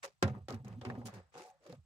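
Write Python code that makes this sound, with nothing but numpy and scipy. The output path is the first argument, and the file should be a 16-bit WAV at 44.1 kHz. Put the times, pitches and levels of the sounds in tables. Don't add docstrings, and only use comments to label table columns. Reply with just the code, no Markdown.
import sys
import numpy as np
from scipy import signal
from scipy.fft import rfft, irfft, next_fast_len
from scipy.io import wavfile
from scipy.ndimage import uniform_filter1d

SR = 44100
rng = np.random.default_rng(int(sys.argv[2]) if len(sys.argv) > 2 else 0)


def linear_from_db(decibels):
    return 10 ** (np.asarray(decibels, float) / 20)


def file_out(sig):
    cols = np.atleast_2d(sig).T
    lim = np.clip(cols, -1, 1)
    pcm = np.round(lim * 32767).astype(np.int16)
    wavfile.write(sys.argv[1], SR, pcm)


N = 81585
T = np.arange(N) / SR
BAND_EDGES_HZ = 30 * 2 ** np.arange(0, 9.3, 0.5)
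LIKENESS = 0.14


def rms_one(x):
    return x / np.sqrt(np.mean(x ** 2) + 1e-20)


def at_hz(points, hz):
    p = np.array(points)
    return np.interp(np.log(hz + 1), np.log(p[:, 0] + 1), p[:, 1])


def high_pass(x, hz):
    return signal.sosfilt(signal.butter(4, hz, "high", fs=SR, output="sos"), x)


def ring(force, hz, t60_s):
    radius = linear_from_db(-60 / (t60_s * SR))
    w = 2 * np.pi * hz / SR
    return signal.lfilter([0, np.sin(w)], [1, -2 * radius * np.cos(w), radius ** 2], force + 1e-18)


def grains(rate_per_s):
    size = linear_from_db(3 * np.minimum(rng.exponential(1, N), 4))
    return size * rng.choice([-1, 1], N) * (rng.random(N) < rate_per_s / SR)


def bands(spectrum, likeness):
    edges = BAND_EDGES_HZ[BAND_EDGES_HZ > spectrum[0][0]]
    centre_hz = np.sqrt(edges[1:] * edges[:-1])
    level = linear_from_db(at_hz(spectrum, centre_hz))
    white = rng.standard_normal((2, 2, N))
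    out = []
    for k, (low, high) in enumerate(zip(edges, edges[1:])):
        band = signal.butter(2, [low, high], "band", fs=SR, output="sos")
        mid, side = signal.sosfilt(band, white[k % 2])
        out.append(level[k] * (np.sqrt(1 + likeness) * mid + np.sqrt(1 - likeness) * side * [[1], [-1]]))
    return np.array(out) / np.sqrt(np.mean(np.sum(out, axis=0) ** 2)), np.log2(centre_hz / 4000)


# freq_hz, density_db_per_hz
AIR_COLOUR = [(18, -33), (30, -4.5), (145, 3), (311, -32), (760, -13), (1670, -20), (5900, -22),
              (16000, -41)]


def air():
    return linear_from_db(-80.5) * bands(AIR_COLOUR, likeness=0.17)[0].sum(axis=0)


def insect():
    tone_hz, pulses_per_s, first_s, pulse_s = 7990, 29.58, 0.009, 0.016
    phase = ((T - first_s) * pulses_per_s % 1) / pulses_per_s / pulse_s
    waver = rms_one(ring(rng.standard_normal(N), tone_hz, 0.028))
    tone = np.sin(2 * np.pi * tone_hz * T) + 0.5 * waver
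    return linear_from_db(-86) * tone * np.sin(np.pi * np.minimum(phase, 1))


# start_s, length_s, hiss_db, tilt_db_per_octave, rib_rattle_db
SCUFFS = [(0.023, 0.036, -46.5, 1.2, -59), (0.567, 0.04, -95.5, -13, -64), (0.226, 0.074, -61, -4.5, -48),
          (0.313, 0.077, -84, -12, -58), (0.479, 0.074, -61, -3.5, -47), (0.642, 0.105, -72, -4.5, -60.5),
          (0.808, 0.048, -74, 0, -54), (0.842, 0.08, -69.5, -5.5, -51.5), (0.901, 0.14, -79.5, 0.5, -56),
          (1.047, 0.034, -54, 7, -58), (1.102, 0.1, -71.5, -5, -57.5), (1.313, 0.11, -63.5, -2, -62),
          (1.388, 0.11, -68.5, 5, -82.5), (1.594, 0.16, -69.5, 0.4, -78.5)]


def strokes():
    out = []
    for start_s, length_s, *_ in SCUFFS:
        age = (T - start_s) / length_s
        after_s = np.maximum(T - start_s - length_s, 0)
        rise = np.clip(age / 0.34, 0, 1) ** 2
        sag = linear_from_db(6 * (0.5 - np.clip(age, 0, 1)))
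        release = linear_from_db(-60 * after_s / (0.045 + 0.35 * length_s))
        tail = linear_from_db(-16 - 60 * after_s / 0.25)
        out.append(rise * sag * (release + tail))
    return np.array(out)


# freq_hz, density_db_per_hz
SCUFF_COLOUR = [(530, -4), (900, 0.5), (1570, -4), (1990, -0.5), (2930, -10.5), (6480, -12.5),
                (14900, -35.5), (16000, -36)]


def scuffs():
    noise, octave = bands(SCUFF_COLOUR, LIKENESS)
    rows = np.array(SCUFFS)
    gain = linear_from_db(rows[:, 2] + rows[:, 3] * octave[:, None]) @ strokes()
    grit = rms_one(uniform_filter1d(rng.standard_normal(N), size=120))
    patch = rms_one(uniform_filter1d(rng.standard_normal(gain.shape), size=900, axis=1))
    gain = gain * linear_from_db(2.6 * patch)
    return np.sum(noise * gain[:, None], axis=0) * linear_from_db(3 * grit)


# freq_hz, level_db, t60_s
RIBS = [(386.4, 7, 0.034), (483, 2, 0.05), (532.6, 6, 0.024), (570, -10, 0.047), (747, 0, 0.077),
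        (891, -6, 0.054), (1100, -16, 0.078), (1240, -11.5, 0.15)]


def ribs():
    slips = grains(900)
    dealt = rng.random((len(RIBS), N)) < 0.4
    rattle = sum(linear_from_db(db) * ring(slips * dealt[m], hz, t60_s) for m, (hz, db, t60_s) in enumerate(RIBS))
    slips = slips / np.sqrt(np.mean(rattle ** 2))
    slips = slips * (linear_from_db(np.array(SCUFFS)[:, 4] - 1) @ strokes())
    hits = np.array(TAPS[1:])
    hit_at = (hits[:, 0] * SR).astype(int)
    luck_db = 3.9 * rng.standard_normal((len(hits), len(RIBS)))
    out = 0
    for m, (hz, level_db, t60_s) in enumerate(RIBS):
        force = slips * dealt[m]
        force[hit_at] += linear_from_db(hits[:, 1] - 12) * linear_from_db(luck_db[:, m]) * (-1) ** m
        out = out + linear_from_db(level_db) * ring(force, hz, t60_s)
    return high_pass(out, 220)


# start_s, peak_db, t60_s, tilt_db_per_octave, strongest_hz
TAPS = [(0.2262, -18, 0.067, 3.5, 2030), (0.2788, -37.5, 0.037, 2, 2130), (0.4847, -35, 0.077, 3.5, 3740),
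        (0.5063, -34.5, 0.011, 8, 4660), (0.5252, -47, 0.053, 10, 4500), (0.5444, -46, 0.042, 11.5, 2400),
        (0.6471, -48, 0.061, 6, 7200), (0.6825, -49, 0.022, 13.5, 7150), (0.795, -66, 0.084, 2.5, 3500),
        (0.8136, -43, 0.053, 2.3, 3200), (0.851, -36, 0.055, 1.5, 2270), (0.9011, -42, 0.029, -3, 1730),
        (0.953, -53.5, 0.058, -3, 1990), (1.016, -60.5, 0.046, -5, 850), (1.084, -54, 0.025, -5, 3100),
        (1.0571, -44.5, 0.25, 3.5, 1970), (1.1386, -50.5, 0.27, 9.5, 1930), (1.3766, -46, 0.33, 6, 5440),
        (1.6643, -48.5, 0.069, 5, 2600), (1.6971, -48.5, 0.048, 6.5, 2050), (1.726, -44.5, 0.03, 5.5, 4050)]
# freq_hz, density_db_per_hz
TAP_COLOUR = [(350, -38), (600, -4.5), (1070, -10.5), (1610, -10.5), (1960, -20), (5050, -22), (6370, -27),
              (16000, -52.5)]


def taps():
    noise, octave = bands(TAP_COLOUR, LIKENESS)
    decay_rate = 2 ** (0.55 * octave[:, None])
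    gain = np.zeros((len(octave), N))
    for start_s, peak_db, t60_s, tilt_db, strongest_hz in TAPS:
        i = int((start_s - 0.0005) * SR)
        t = T[:min(N - i, SR // 4)]
        focus_db = 8 * np.exp(-((octave - np.log2(strongest_hz / 4000)) / 0.21) ** 2)
        colour_db = peak_db - 6 + tilt_db * octave + focus_db
        decay_db = -60 * t / max(t60_s, 0.005) * decay_rate
        gain[:, i:i + len(t)] += linear_from_db(colour_db[:, None] + decay_db) * np.minimum(t / 0.000067, 1)
    return np.sum(noise * gain[:, None], axis=0)


def hollow(force, modes, stagger):
    out = 0
    for k, (hz, width_hz, level_db) in enumerate(modes):
        late = np.roll(force, int(stagger * k))
        out = out + linear_from_db(level_db) * np.sqrt(width_hz / 40) * ring(late, hz, 5.9 / max(width_hz, 12))
    return high_pass(out, 0.83 * min(modes)[0])


def slide(rows, modes):
    time_s, level_db = np.transpose(rows)
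    slips = grains(780)
    hits = np.zeros(N)
    for at_s, hit_db, *_ in TAPS[-2:]:
        hits[int(at_s * SR)] = linear_from_db(hit_db - 17) * (time_s[0] < at_s < time_s[-1])
    envelope = linear_from_db(np.interp(T, time_s, level_db, -150, -150) - 11)
    drag = hollow(slips * envelope, modes, 37.2) / np.std(hollow(slips, modes, 30))
    return drag + hollow(hits, modes, 35)


# time_s, level_db
FIRST_SLIDE = [
    (.026, -63),
    (.037, -44),
    (.065, -47),
    (.12, -75),
]
# time_s, level_db
BOX_SLIDES = [
    [(1.32, -69.5), (1.355, -45), (1.41, -53), (1.48, -55.5), (1.6, -75.5)],
    [(1.6, -62), (1.65, -50.5), (1.7, -53.5), (1.735, -51), (1.77, -73)],
]
# freq_hz, width_hz, level_db
SOLE_MODES = [(427, 60, -6), (545, 86, 13)]
BOX_A_MODES = [(519, 42, -4), (573, 32, 0), (732, 32, 0.5), (846, 25, 2), (1135, 120, -7.5)]
BOX_B_MODES = [(298, 37, -11), (490, 64, 7), (598, 56, 2.5), (702, 47, -13)]


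def slides():
    later = slide(BOX_SLIDES[0], BOX_A_MODES) + slide(BOX_SLIDES[1], BOX_B_MODES)
    return slide(FIRST_SLIDE, SOLE_MODES) + later


def rocks(rows, t60_s, rough):
    out = np.zeros((2, N + SR))
    t = T[:SR // 4]
    wobble = rng.standard_normal((len(rows), 2, len(t)))
    wobble = rough * rms_one(uniform_filter1d(wobble, size=450, axis=2))
    for (start_s, peak_db, first_hz, last_hz, length_s), (swell, sway) in zip(rows, wobble):
        rise = np.sin(np.pi / 2 * np.minimum(t / (0.35 * length_s), 1)) ** 2
        droop_db = 3 * (0.5 - t / length_s)
        decay_db = -60 * np.maximum(t - length_s, 0) / t60_s
        pitch_hz = first_hz + (last_hz - first_hz) * np.minimum(t / length_s, 1.3)
        phase = 2 * np.pi * np.cumsum(pitch_hz) / SR + sway + 3 * rng.standard_normal()
        note = rise * linear_from_db(peak_db + droop_db + decay_db) * (1 + swell) * np.sin(phase)
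        pan_db = 0.6 * rng.standard_normal() * np.array([[0.5], [-0.5]])
        out[:, int(start_s * SR):][:, :len(t)] += note * linear_from_db(pan_db)
    return out[:, :N]


# start_s, peak_db, first_hz, last_hz, length_s
BUMPS = [(0.298, -38, 127.6, 123.3, 0.024), (0.343, -48, 136, 105, 0.04), (0.398, -47.5, 108, 79.4, 0.036),
         (0.432, -61, 103, 109, 0.064), (0.485, -44.5, 127, 120, 0.048), (0.522, -40, 122, 100, 0.043),
         (0.592, -44.5, 116, 132, 0.027), (0.645, -44.5, 124, 130, 0.034), (0.682, -45, 118.7, 105, 0.068),
         (0.745, -46, 101, 123, 0.064), (0.812, -47, 106, 96, 0.015), (0.855, -39.5, 92.5, 131, 0.046),
         (0.918, -44.5, 116, 112, 0.027), (0.964, -45, 108, 117, 0.058), (1.028, -47.5, 124.6, 106, 0.057),
         (1.115, -50.5, 128.7, 92, 0.085), (1.225, -65, 90, 73, 0.034), (1.335, -63, 113, 187, 0.066),
         (1.688, -47.5, 150, 175, 0.016), (1.718, -50, 130, 127, 0.019), (1.748, -57, 120, 138, 0.032),
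         (1.778, -53, 120, 91, 0.018), (1.806, -66.5, 71, 61, 0.053)]
UPPERS = [(.29, -51.5, 270, 239, 0.029), (.338, -46.5, 186, 211, 0.031), (.37, -49.5, 227, 194, 0.017),
          (.49, -48, 220, 211, 0.014), (.518, -42.5, 249.6, 226, 0.042), (.63, -48.5, 240.4, 189, 0.052),
          (.70, -49, 190, 175, 0.039), (.755, -49, 226, 243, 0.036), (.812, -53.5, 228, 228, 0.031),
          (.853, -40.5, 241.5, 237.7, 0.061), (.925, -48.5, 223.4, 181.4, 0.044),
          (.966, -41.5, 252, 238.4, 0.042), (1.035, -48.5, 248.6, 206.5, 0.059),
          (1.125, -54.5, 213.6, 185, 0.066), (1.728, -53.5, 268, 249, 0.012)]
HOLLOWS = [(.035, -46.5, 569, 545, 0.026), (.04, -59, 405, 410, 0.045), (1.332, -56.5, 461, 490, 0.065),
           (1.385, -55, 486, 520, 0.041), (1.348, -58, 713, 798, 0.057), (1.385, -62, 869, 866, 0.032),
           (1.385, -56.5, 326, 389, 0.045), (1.43, -58.5, 735, 755, 0.088), (1.445, -61.5, 865, 893, 0.033),
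           (1.43, -60, 499, 464, 0.054), (1.505, -71, 545, 553, 0.058), (1.652, -58.5, 306, 362, 0.036),
           (1.65, -58.5, 617, 545, 0.037), (1.687, -55, 310, 307, .02), (1.692, -50, 470, 502, .018),
           (1.722, -54, 739, 690, 0.016), (1.732, -48, 502, 530, 0.0079)]


def hull():
    panel = rocks(BUMPS, t60_s=0.11, rough=0.2) + rocks(UPPERS, t60_s=0.11, rough=0.33)
    return high_pass(panel + rocks(HOLLOWS, t60_s=0.06, rough=0.33), 52)


def push(modes, start_s, level_db, length_ms):
    force = np.zeros(N)
    shape = np.hanning(int(length_ms * SR / 1000) + 3)
    force[int(start_s * SR):][:len(shape)] = shape / shape.sum() * linear_from_db(level_db)
    return sum(linear_from_db(db) * ring(force, hz, t60_s) * (-1) ** k for k, (hz, db, t60_s) in enumerate(modes))


# freq_hz, level_db, t60_s
HEEL_MODES = [(366.6, 6.5, 0.077), (540, 0, 0.17), (741, -0.5, 0.044), (878, -6, .05), (1053, -5, .06),
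              (1223, -11.5, .06), (1380, -2, 0.097), (1745, -15.5, .05), (1927, -15, 0.071),
              (2190, -2, .054), (2690, -21.5, 0.024)]
PANEL_MODES = [(90, 3.5, 0.18), (124, 10, 0.077), (131.5, 3.5, 0.43), (175, 0, 0.23), (208.7, -3, 0.3),
               (253.4, -5, 0.21)]


def knock():
    knock_s, weight_s = 0.2252, 0.243
    heel = push(HEEL_MODES, knock_s, level_db=-29.5, length_ms=0.27)
    panel = push(PANEL_MODES, knock_s, level_db=-30.5, length_ms=0.71)
    weight = push(PANEL_MODES, weight_s, level_db=-31, length_ms=4.27)
    return high_pass(heel + panel + weight, 68)


# freq_hz, left_lead_rad
PORT_PHASE = [(0, -4.7), (600, -0.4), (1030, -0.5), (5430, -8.5), (8010, -2.5), (10600, -11), (16000, -3)]
# freq_hz, left_over_right_db
PORT_BALANCE = [(60, -4), (380, 1), (700, -0.5), (1290, 0.5), (2380, 2), (4400, -3.5), (8100, -2),
                (15000, 4.5)]


def ports(boat):
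    size = next_fast_len(N + 4096)
    hz = np.arange(size // 2 + 1) * SR / size
    lead_rad = at_hz(PORT_PHASE, hz) * np.minimum(hz / 700, 1)
    turn = np.exp(0.5j * lead_rad * [[1], [-1]])
    balance = linear_from_db(at_hz(PORT_BALANCE, hz) * [[0.5], [-0.5]])
    return irfft(rfft(boat, size) * turn * balance, size)[:, :N]


def scene():
    boat = scuffs() + ribs() + taps() + slides() + hull() + knock()
    return air() + insect() + ports(boat)


def band_limit(x):
    return signal.sosfilt(signal.butter(12, 15900, fs=SR, output="sos"), x)


def record(dry):
    mix = high_pass(dry, 38)
    return band_limit(mix)


dry = scene()
out = record(dry)
file_out(out)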